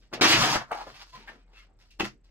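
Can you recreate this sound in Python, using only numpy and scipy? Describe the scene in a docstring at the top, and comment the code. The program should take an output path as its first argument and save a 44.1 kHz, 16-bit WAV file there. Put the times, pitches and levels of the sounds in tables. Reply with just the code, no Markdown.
"""A sheet of paper is ripped along a plastic ruler on a craft table, close under a two-port microphone.
The rip, slides and squashed paper are dense random snaps in bands that follow drawn levels.
Snapping and buckling paper and the ruler, set down with a click, ring modes; rubs are narrow noise.
A small room answers them with sparse random taps, over soft air, a low hum and a faint throbbing insect."""
import sys
import numpy as np
from scipy import signal
from scipy.fft import rfft, irfft
from scipy.io import wavfile

SR = 44100
rng = np.random.default_rng(int(sys.argv[2]) if len(sys.argv) > 2 else 0)


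def amplitude_ratio(level_db):
    """Convert a level in decibels to the matching linear amplitude (field) ratio."""
    exponent = np.asarray(level_db, float) / 20
    return 10 ** exponent


def master_out(mix):
    """Clip the mix to full scale and print it as 16-bit PCM to the path in sys.argv[1]."""
    frames = np.transpose(np.atleast_2d(mix))
    ceiling = np.clip(frames, -1, 1)
    pcm = np.round(ceiling * 32767).astype(np.int16)
    wavfile.write(sys.argv[1], SR, pcm)


N = 101430  # samples

# Relative colour of tearing and squashed paper. Each row: frequency in Hz, density in dB per Hz.
RIP_COLOUR = [(30, -17.5), (60, -17.5), (90, -27), (110, -4.5), (130, -1.5), (155, -11), (220, 0),
              (270, -2), (312, 6.5), (370, -2), (550, -6), (1000, -4), (2700, -2.5), (3900, -4), (5000, -5),
              (7200, -16.5), (8200, -26.5), (15500, -38), (15900, -58.5), (16800, -91)]
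# Crossovers between the four bands of scuffed paper, in Hz.
SLIDE_EDGES_HZ = [530, 1600, 3800]
SCUFFS_PER_S, SCUFF_SPREAD_DB = 7000, 6


def evened(x):
    """Scales a sound to rms 1, over all its channels together."""
    return x / np.sqrt(np.mean(x ** 2) + 1e-20)


def read(points, hz):
    """Reads a table of values over log frequency."""
    f, value = np.transpose(points)
    return np.interp(np.log(hz + 1), np.log(f + 1), value)


def resonate(x, hz, width):
    """One resonance of gain 1: shift its pitch to zero, smooth with one pole, shift back."""
    turn = np.exp(2j * np.pi * np.cumsum(hz * np.ones(N)) / SR)
    r = np.exp(-np.pi * width / SR)
    return 2 * (turn * signal.lfilter([1 - r], [1, -r], x / turn)).real


def resonate_twice(x, hz, width):
    """Two equal resonances in series, for steeper skirts."""
    return resonate(resonate(x, hz, width), hz, width)


def crackle(curves, edges_hz, colour, per_s, spread_db):
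    """Dense tiny snaps of uneven size take the paper's colour; each band follows its own level."""
    sizes = amplitude_ratio(spread_db * np.minimum(rng.exponential(1, N), 4))
    snaps = rng.choice([-1., 1.], N) * sizes * (rng.random(N) < per_s / SR)
    hz, t = np.fft.rfftfreq(N, 1 / SR), np.arange(N) / SR
    lowpasses = [1 / (1 + (hz / edge) ** 8) for edge in edges_hz]
    splits = np.diff([0 * hz] + lowpasses + [0 * hz + 1], axis=0)
    coloured = rfft(snaps) * amplitude_ratio(read(colour, hz))
    bands = [evened(v) for v in irfft(coloured * splits, N)]
    out = np.zeros(N)
    for rows in curves:
        s, db, *rel_db = np.transpose(rows)
        sounding = (t >= s[0]) * (t < s[-1])
        # the third band carries the level itself, the others stand relative to it
        for band, offset in zip(bands, np.insert(rel_db, 2, 0, axis=0)):
            out += amplitude_ratio(np.interp(t, s, db + offset)) * sounding * band
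    return out


def blows(rows, modes, crack_db):
    """Each blow rings the modes nearest its favoured pitch most, with a short crack of noise on top."""
    rise_s, crack_t60_s, crack_top_hz = 0.0001, 0.0027, 6000
    focus_db = 10.5  # modes weaken by this times the squared octaves from the favoured pitch
    out, t = np.zeros(N + SR), np.arange(8000) / SR
    hz, db, t60 = np.transpose(modes)[:, :, None]
    crack_lowpass = signal.butter(2, crack_top_hz, fs=SR)
    for s, peak_db, favoured_hz in rows:
        # each blow varies every mode's level, pitch and phase
        vary_db, vary_hz, vary_phase = rng.uniform(-1, 1, (3, len(modes), 1))
        focus = focus_db * np.log2(hz / favoured_hz) ** 2
        level = amplitude_ratio(db - focus + 2 * vary_db - 60 * t / t60)
        phase = 2 * np.pi * hz * (1 + 0.02 * vary_hz) * t + np.pi / 2 * vary_phase
        ring = (level * np.sin(phase)).sum(0) * np.minimum(t / rise_s, 1)
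        noise = signal.lfilter(*crack_lowpass, rng.standard_normal(len(t)))
        crack = amplitude_ratio(crack_db - 60 * t / crack_t60_s) * noise
        out[round(s * SR):][:len(t)] += amplitude_ratio(peak_db) * (ring / abs(ring).max() + crack)
    return out[:N]


def room_air():
    """Steady coloured noise, partly alike in the two ports."""
    # Relative colour of the air. Each row: frequency in Hz, density in dB per Hz.
    air_colour = [(8.8, -19.5), (15, -1), (97, -5), (417, -18), (793, -26.5), (1420, -30), (2080, -30.5),
                  (3610, -39), (7720, -46), (8930, -64.5), (16000, -67.5)]
    # Left-right likeness. Each row: frequency in Hz, likeness from 0 to 1.
    air_same = [(30, 0.71), (500, 0.83), (2000, 0.64), (8000, .2)]
    air_db = -69.5
    hz = np.fft.rfftfreq(N, 1 / SR)
    a, b = rfft(rng.standard_normal((2, N)))
    same = np.clip(read(air_same, hz), 0, 1)
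    pair = np.array([a, same * a + np.sqrt(1 - same ** 2) * b])
    return amplitude_ratio(air_db) * evened(irfft(pair * amplitude_ratio(read(air_colour, hz)), N))


def low_hum():
    """A steady sine plus narrow noise at the same pitch, which wavers more on the left."""
    hum_hz, width_hz, steady, hum_db = 41.5, 12, 0.7, -59
    left_waver = 1.6  # times the right
    tone = np.sqrt(2) * np.sin(2 * np.pi * hum_hz * np.arange(N) / SR)
    waver = evened(resonate_twice(rng.standard_normal(N), hum_hz, width_hz))
    waver = waver * np.array([[left_waver], [1]])
    return amplitude_ratio(hum_db) * evened(steady * tone + (1 - steady) * waver)


def insect():
    """Narrow high noise, separate in each port, swells and fades in regular throbs."""
    pitch_hz, width_hz, throbs_per_s, first_peak_s, insect_db = 7750, 700, 29.5, 0.01, -89.5
    t = np.arange(N) / SR
    throb = np.cos(np.pi * throbs_per_s * (t - first_peak_s)) ** 4
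    chirp = [resonate_twice(v, pitch_hz, width_hz) for v in rng.standard_normal((2, N))]
    return amplitude_ratio(insect_db) * evened(throb * np.array(chirp))


def room(x):
    """Three tails of sparse random taps take turns; each band has its own level and decay."""
    # Decay of the room. Each row: frequency in Hz, t60 in seconds.
    room_t60 = [(150, 0.32), (600, 0.055), (2000, 0.16), (6000, 0.12), (12000, 0.022)]
    # Colour of the tail. Each row: frequency in Hz, level in dB.
    tail_db = [(80, -14.5), (300, -7), (1000, -2), (4000, -2), (12000, 15)]
    turn_s = 0.04  # for each turn between tails, so no fixed pattern of echoes stands out
    taps = np.zeros((3, 2, SR // 2))
    slots = np.arange(40, SR // 2 - 20, 20)  # one tap somewhere in each 20 samples
    at = slots + rng.integers(0, 20, (3, 2, len(slots)))
    np.put_along_axis(taps, at, rng.choice([-1., 1.], at.shape), 2)
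    hz, t, z = signal.stft(taps, SR, nperseg=256)
    fade = amplitude_ratio(-60 * t / read(room_t60, hz)[:, None])
    fade = fade / np.linalg.norm(fade, axis=1)[:, None] * amplitude_ratio(read(tail_db, hz))[:, None]
    tail = signal.istft(z * fade, SR, nperseg=256)[1] * np.sqrt(20 / 128)
    # three cosines a third of a half-turn apart keep the summed power constant
    angle = np.arange(N) / SR / turn_s / 3 + np.arange(3)[:, None] / 3
    turns = np.sqrt(2 / 3) * np.cos(np.pi * angle)
    return signal.fftconvolve((turns * x)[:, None], tail, axes=2)[..., :N].sum(0)


def ports(x):
    """The direct sound reaches the right port first, with a colour of its own."""
    # Right port against the left. Each row: frequency in Hz, level in dB.
    right_db = [(60, -4.5), (300, -2.5), (1200, -3), (3000, 0.34), (6000, 0.5), (12000, -2.9)]
    left_lag = 4  # samples
    left = np.pad(x, (left_lag, 0))[:N]
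    right = irfft(rfft(x) * amplitude_ratio(read(right_db, np.fft.rfftfreq(N, 1 / SR))), N)
    return np.array([left, right])


def paper_slides():
    """Paper lifted and slid: scuffs of very uneven size in four bands."""
    # One list per stretch of sliding, a new one at sharp onsets. Each row: time in seconds,
    # level in dB near 2.5 kHz, then bass, middle and treble in dB re that level.
    slide_curves = [
        [(0.0, -91, 23, 3, 16), (0.032, -67, -5, -6, -7.5), (0.108, -94.5, 11, 6, 7),
         (0.122, -72, 17, 18, -9.5)],
        [(0.7, -76, 12, 16, -5), (0.704, -83, 0, 29, -9), (0.716, -57, -8, 28, -17)],
        [(1.788, -83.5, 9, 10.5, 10.5), (1.81, -65.5, -19.5, -7, -3.5), (1.846, -73.5, -10, 1.5, -0.5),
         (1.898, -87.5, -7, 4, 9)],
        [(1.907, -73.5, -10.5, -9.5, 18), (1.911, -71.5, -11, -18, 7.5), (1.939, -73, -7.5, -19, -1),
         (1.985, -93, 23, 4, 8)],
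        [(2.236, -95.5, 3.5, -1.5, 5), (2.244, -79.5, -11, 3.5, 6), (2.288, -77.5, -2, -11, -8),
         (2.3, -84.5, 11, -1, 1)],
        [(0.125, -62, 16, 21.5, -7), (0.137, -39.5, 4.5, -4, 0), (0.163, -47.5, 2.5, -8, -15),
         (0.191, -63.5, 19.5, 10.5, -13), (0.203, -63, 15.5, 21, -5)],
        [(1.11, -74, -22, -11, 0), (1.132, -61.5, -10, -2, 2.5), (1.152, -58.5, -3.5, 2, -2.5),
         (1.214, -58, -1.5, -7, -7), (1.232, -61, -6, -15, -6), (1.26, -69, 4, 3, -13), (1.27, -64.5, 5, 5, 7)],
        [(1.272, -70, -17, 12, 0), (1.282, -51.5, -8, 0, -10.5), (1.384, -75.5, 14, 5.5, -3),
         (1.426, -78, 0, -0.5, -6.5), (1.462, -93, 24, 4.5, -12), (1.48, -81, -7, 10, 0),
         (1.49, -95.5, 16, 4, -13)],
        [(1.49, -93.5, 19.5, 21, 3), (1.56, -60.5, -10.5, -8, -7.5), (1.606, -60.5, -18, -22, -6),
         (1.624, -67.5, -9, -9.5, -5.5), (1.652, -72, -8.5, -4, -8), (1.702, -93.5, 22, 16, -4),
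         (1.786, -97, 19, 13, -0.5)],
        [(0.717, -53.5, -12, 15, -15), (0.729, -46, -22, 9.5, -11), (0.739, -57.5, -6, 14, -3),
         (0.783, -62, 4, 16, 7.5), (0.819, -54.5, -10, 13.5, -3.5), (0.855, -67.5, 8, 1, -1),
         (0.875, -58, 9, 11.5, -0.5), (0.925, -65, 2, 2, 1.5), (0.947, -57, -14, -3, -3.5),
         (1.013, -57.5, -15, 0.5, 1), (1.023, -53.5, -14, 0.5, 1.5), (1.045, -72.5, -2, 7, 6),
         (1.11, -69, -10, -3, 6)],
    ]
    # Relative colour of sliding paper. Each row: frequency in Hz, density in dB per Hz.
    slide_colour = [(60, -23.5), (120, -1.5), (270, 3.5), (450, 2), (700, 6.5), (1000, 6.5), (2600, 5),
                    (5000, -2.5), (7200, -18), (8200, -26.5), (15500, -37), (15900, -51.5), (16800, -89.5)]
    return crackle(slide_curves, SLIDE_EDGES_HZ, slide_colour, SCUFFS_PER_S, SCUFF_SPREAD_DB)


def paper_rubs():
    """Rubbed paper briefly sings, or thumps low: noise in one narrow resonance, swelling and fading."""
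    # Each row: start in seconds, length in seconds, starting pitch in Hz,
    # width of each resonance in Hz, level in dB at the height of the swell.
    rub_rows = [(0.765, 0.078, 820, 250, -46), (1.015, 0.017, 2630, 400, -52.5),
                (1.124, 0.083, 1017, 110, -53.5), (1.208, 0.15, 908, 64, -61.5),
                (1.274, 0.03, 1770, 650, -44), (1.379, 0.11, 2456, 18, -79), (1.589, 0.036, 2140, 60, -60),
                (1.545, 0.076, 2680, 110, -64), (1.55, 0.1, 1286, 370, -65),
                (1.683, 0.064, 700, 200.3, -70), (1.902, 0.038, 2700, 470, -64),
                (0.863, 0.031, 715, 400, -50.5), (1.439, 0.071, 2160, 44, -77.5),
                (0.904, 0.067, 130, 45, -62), (1.13, .06, 120, 60, -64), (1.169, 0.091, 216, 34, -61.5)]
    rise = 0.59  # below 1: rises faster than it fades
    sag = 0.01  # share by which the pitch falls over one rub
    noise, t, out = rng.standard_normal(N), np.arange(N) / SR, np.zeros(N)
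    for s, length, start_hz, width, db in rub_rows:
        done = np.clip((t - s) / length, 0, 1)
        swell = np.sin(np.pi * done ** rise)
        out += amplitude_ratio(db) * swell * evened(resonate_twice(noise, start_hz * (1 - sag * done), width))
    return out


def sheet_snaps_and_pops():
    """The sheet snaps as it rips and pops as it buckles: each blow rings its modes, the bass cut away."""
    # Each row: time in seconds, peak of the ring in dB before the bass cut, favoured pitch in Hz.
    sheet_blows = [(0.13, -31.5, 480), (0.135, -23, 1540), (0.148, -26.5, 1000), (0.176, -33, 500),
                   (0.211, -21.5, 2700), (0.216, -20, 700), (0.2365, -14, 2800), (0.246, -18, 2000),
                   (0.2585, -14.5, 1810), (0.267, -16.5, 1900), (0.309, -17, 2900), (0.329, -15, 2400),
                   (0.436, -21, 1200), (0.478, -18, 1000), (0.558, -18, 1000), (0.708, -36.5, 800),
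                   (0.7165, -18.5, 800), (0.717, -33.5, 2850), (0.721, -28, 1150), (0.725, -26, 700),
                   (0.728, -23, 1350), (0.733, -32, 2700), (0.748, -26.5, 650), (0.754, -25, 820),
                   (0.778, -34, 800), (0.787, -30, 1110), (0.8, -36, 1100), (0.816, -34.5, 830),
                   (0.835, -39.5, 800), (0.869, -32.5, 700), (0.884, -39, 600), (1.021, -52, 2700),
                   (1.279, -48, 1800)]
    # Modes of the sheet. Each row: pitch in Hz, level in dB, t60 in seconds.
    sheet_modes = [(478, -7, .05), (615, -3, 0.03), (700, 3, 0.02), (830, -2.5, 0.079), (910, -6.5, 0.02),
                   (1150, -1.5, 0.03), (1400, -6.5, 0.0074), (1980, -4.5, 0.017), (2228, -5.5, 0.023),
                   (2850, -5.5, .012)]
    crack_db, lowest_hz = -23, 380  # crack re the ring's peak
    bass_cut = signal.butter(2, lowest_hz, "high", fs=SR, output="sos")
    return signal.sosfilt(bass_cut, blows(sheet_blows, sheet_modes, crack_db))


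def paper_squash():
    """Paper pressed flat under the ruler: scuffs in the colour of the rip."""
    # Each row: time in seconds, level in dB near 2.5 kHz before the trim,
    # then bass, middle and treble in dB re that level.
    squash_curve = [(1.99, -64.5, 13, 0, -3), (1.998, -35.5, -2, 6.5, 3.5), (2.008, -28.5, 2, 8.5, -9.5),
                    (2.038, -53.5, 23.5, -13, 5), (2.046, -37, -7, 6, 0), (2.06, -48, -3, 13.5, 4.5),
                    (2.194, -100, 39.5, -2.5, 3), (2.2, -94, 16, 2, -7.5)]
    trim_db = -8
    scuffs = crackle([squash_curve], SLIDE_EDGES_HZ, RIP_COLOUR, SCUFFS_PER_S, SCUFF_SPREAD_DB)
    return amplitude_ratio(trim_db) * scuffs


def ruler_knocks():
    """The ruler lands and rocks: each knock rings the modes of the ruler."""
    # Each row: time in seconds, peak of the ring in dB, favoured pitch in Hz.
    knock_rows = [(1.9995, -17.5, 3000), (2.004, -20.5, 450), (2.0075, -16.5, 2760), (2.015, -26, 1903),
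                  (2.021, -26.5, 750), (2.029, -26.5, 220.5), (2.045, -22, 2000), (2.053, -23.5, 1400),
                  (2.064, -36, 298)]
    # Modes of the ruler. Each row: pitch in Hz, level in dB, t60 in seconds.
    ruler_modes = [(122.6, -6, 0.22), (210, 1, 0.12), (333.4, 3, 0.038), (730, 1.5, 0.0264),
                   (1400, -1, 0.024), (2017, 5, 0.014), (2713, 5.5, 0.015), (3000, -2.5, .015),
                   (3480, -7, 0.018)]
    return blows(knock_rows, ruler_modes, -27.5)  # crack in dB re the ring's peak


def rip():
    """Paper fibres snap thousands of times a second, nearly equal in size, in five bands."""
    # Each row: time in seconds, level in dB near 1 kHz, then table drone, sheet drone,
    # upper middle and treble in dB re that level.
    rip_curve = [(0.2108, -29.5, -4, 1, 6, 0), (0.237, -24, -20.5, -1.5, 4, -4.5),
                 (0.261, -22, -18.5, -5.5, 0, -9), (0.285, -29.5, -6.5, -8, 1, 0),
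                 (0.307, -31.5, -5, -4.5, 6, 4.5), (0.331, -23.5, -18.5, -8.5, 0.5, -5.5),
                 (0.339, -28, -6, -0.5, 8, -2.5), (0.365, -29.5, -4.5, -8.5, 2, -5.5),
                 (0.417, -28.5, 1, -15.5, -5.5, -2), (0.439, -25.5, -13.5, -7.5, -1, -6),
                 (0.465, -27, -12.5, -8, -4, -5.5), (0.479, -26.5, -22.5, -16.5, -5, -10),
                 (0.511, -30, -3, -16, -5.5, -5), (0.555, -28, -14.5, -13, -3, -8),
                 (0.557, -23.5, -6, -13, -13.5, -13.5), (0.593, -41.5, -4, -22.5, -6, -13),
                 (0.621, -36.5, -11, -25.5, -13.5, -22.5), (0.659, -62.5, -27, -20, -23, -16),
                 (0.7, -54, -28.5, -16, -37, -16)]
    # Crossovers between the five bands, in Hz.
    rip_edges_hz = [190, 530, 1600, 3800]
    fibres_per_s, fibre_spread_db = 5000, 2
    return crackle([rip_curve], rip_edges_hz, RIP_COLOUR, fibres_per_s, fibre_spread_db)


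def scene():
    """Paper and ruler sound on the table, the room adds its tail, and the background lies under all."""
    paper = paper_slides() + paper_rubs() + sheet_snaps_and_pops() + paper_squash() + rip()
    table = paper + ruler_knocks()
    background = room_air() + low_hum() + insect()
    return ports(table) + room(table) + background


def top_cut(x):
    """Nothing passes above the cut-off."""
    return signal.sosfilt(signal.butter(12, 16440, fs=SR, output="sos"), x)


def record(dry):
    """A steep lowpass ends the treble of the finished mix."""
    edge_hz = 16350
    lowpass = signal.firwin(255, edge_hz, window=("kaiser", 8), fs=SR)
    limited = signal.oaconvolve(dry, lowpass[None], "same")
    return top_cut(limited)


dry = scene()
out = record(dry)
master_out(out)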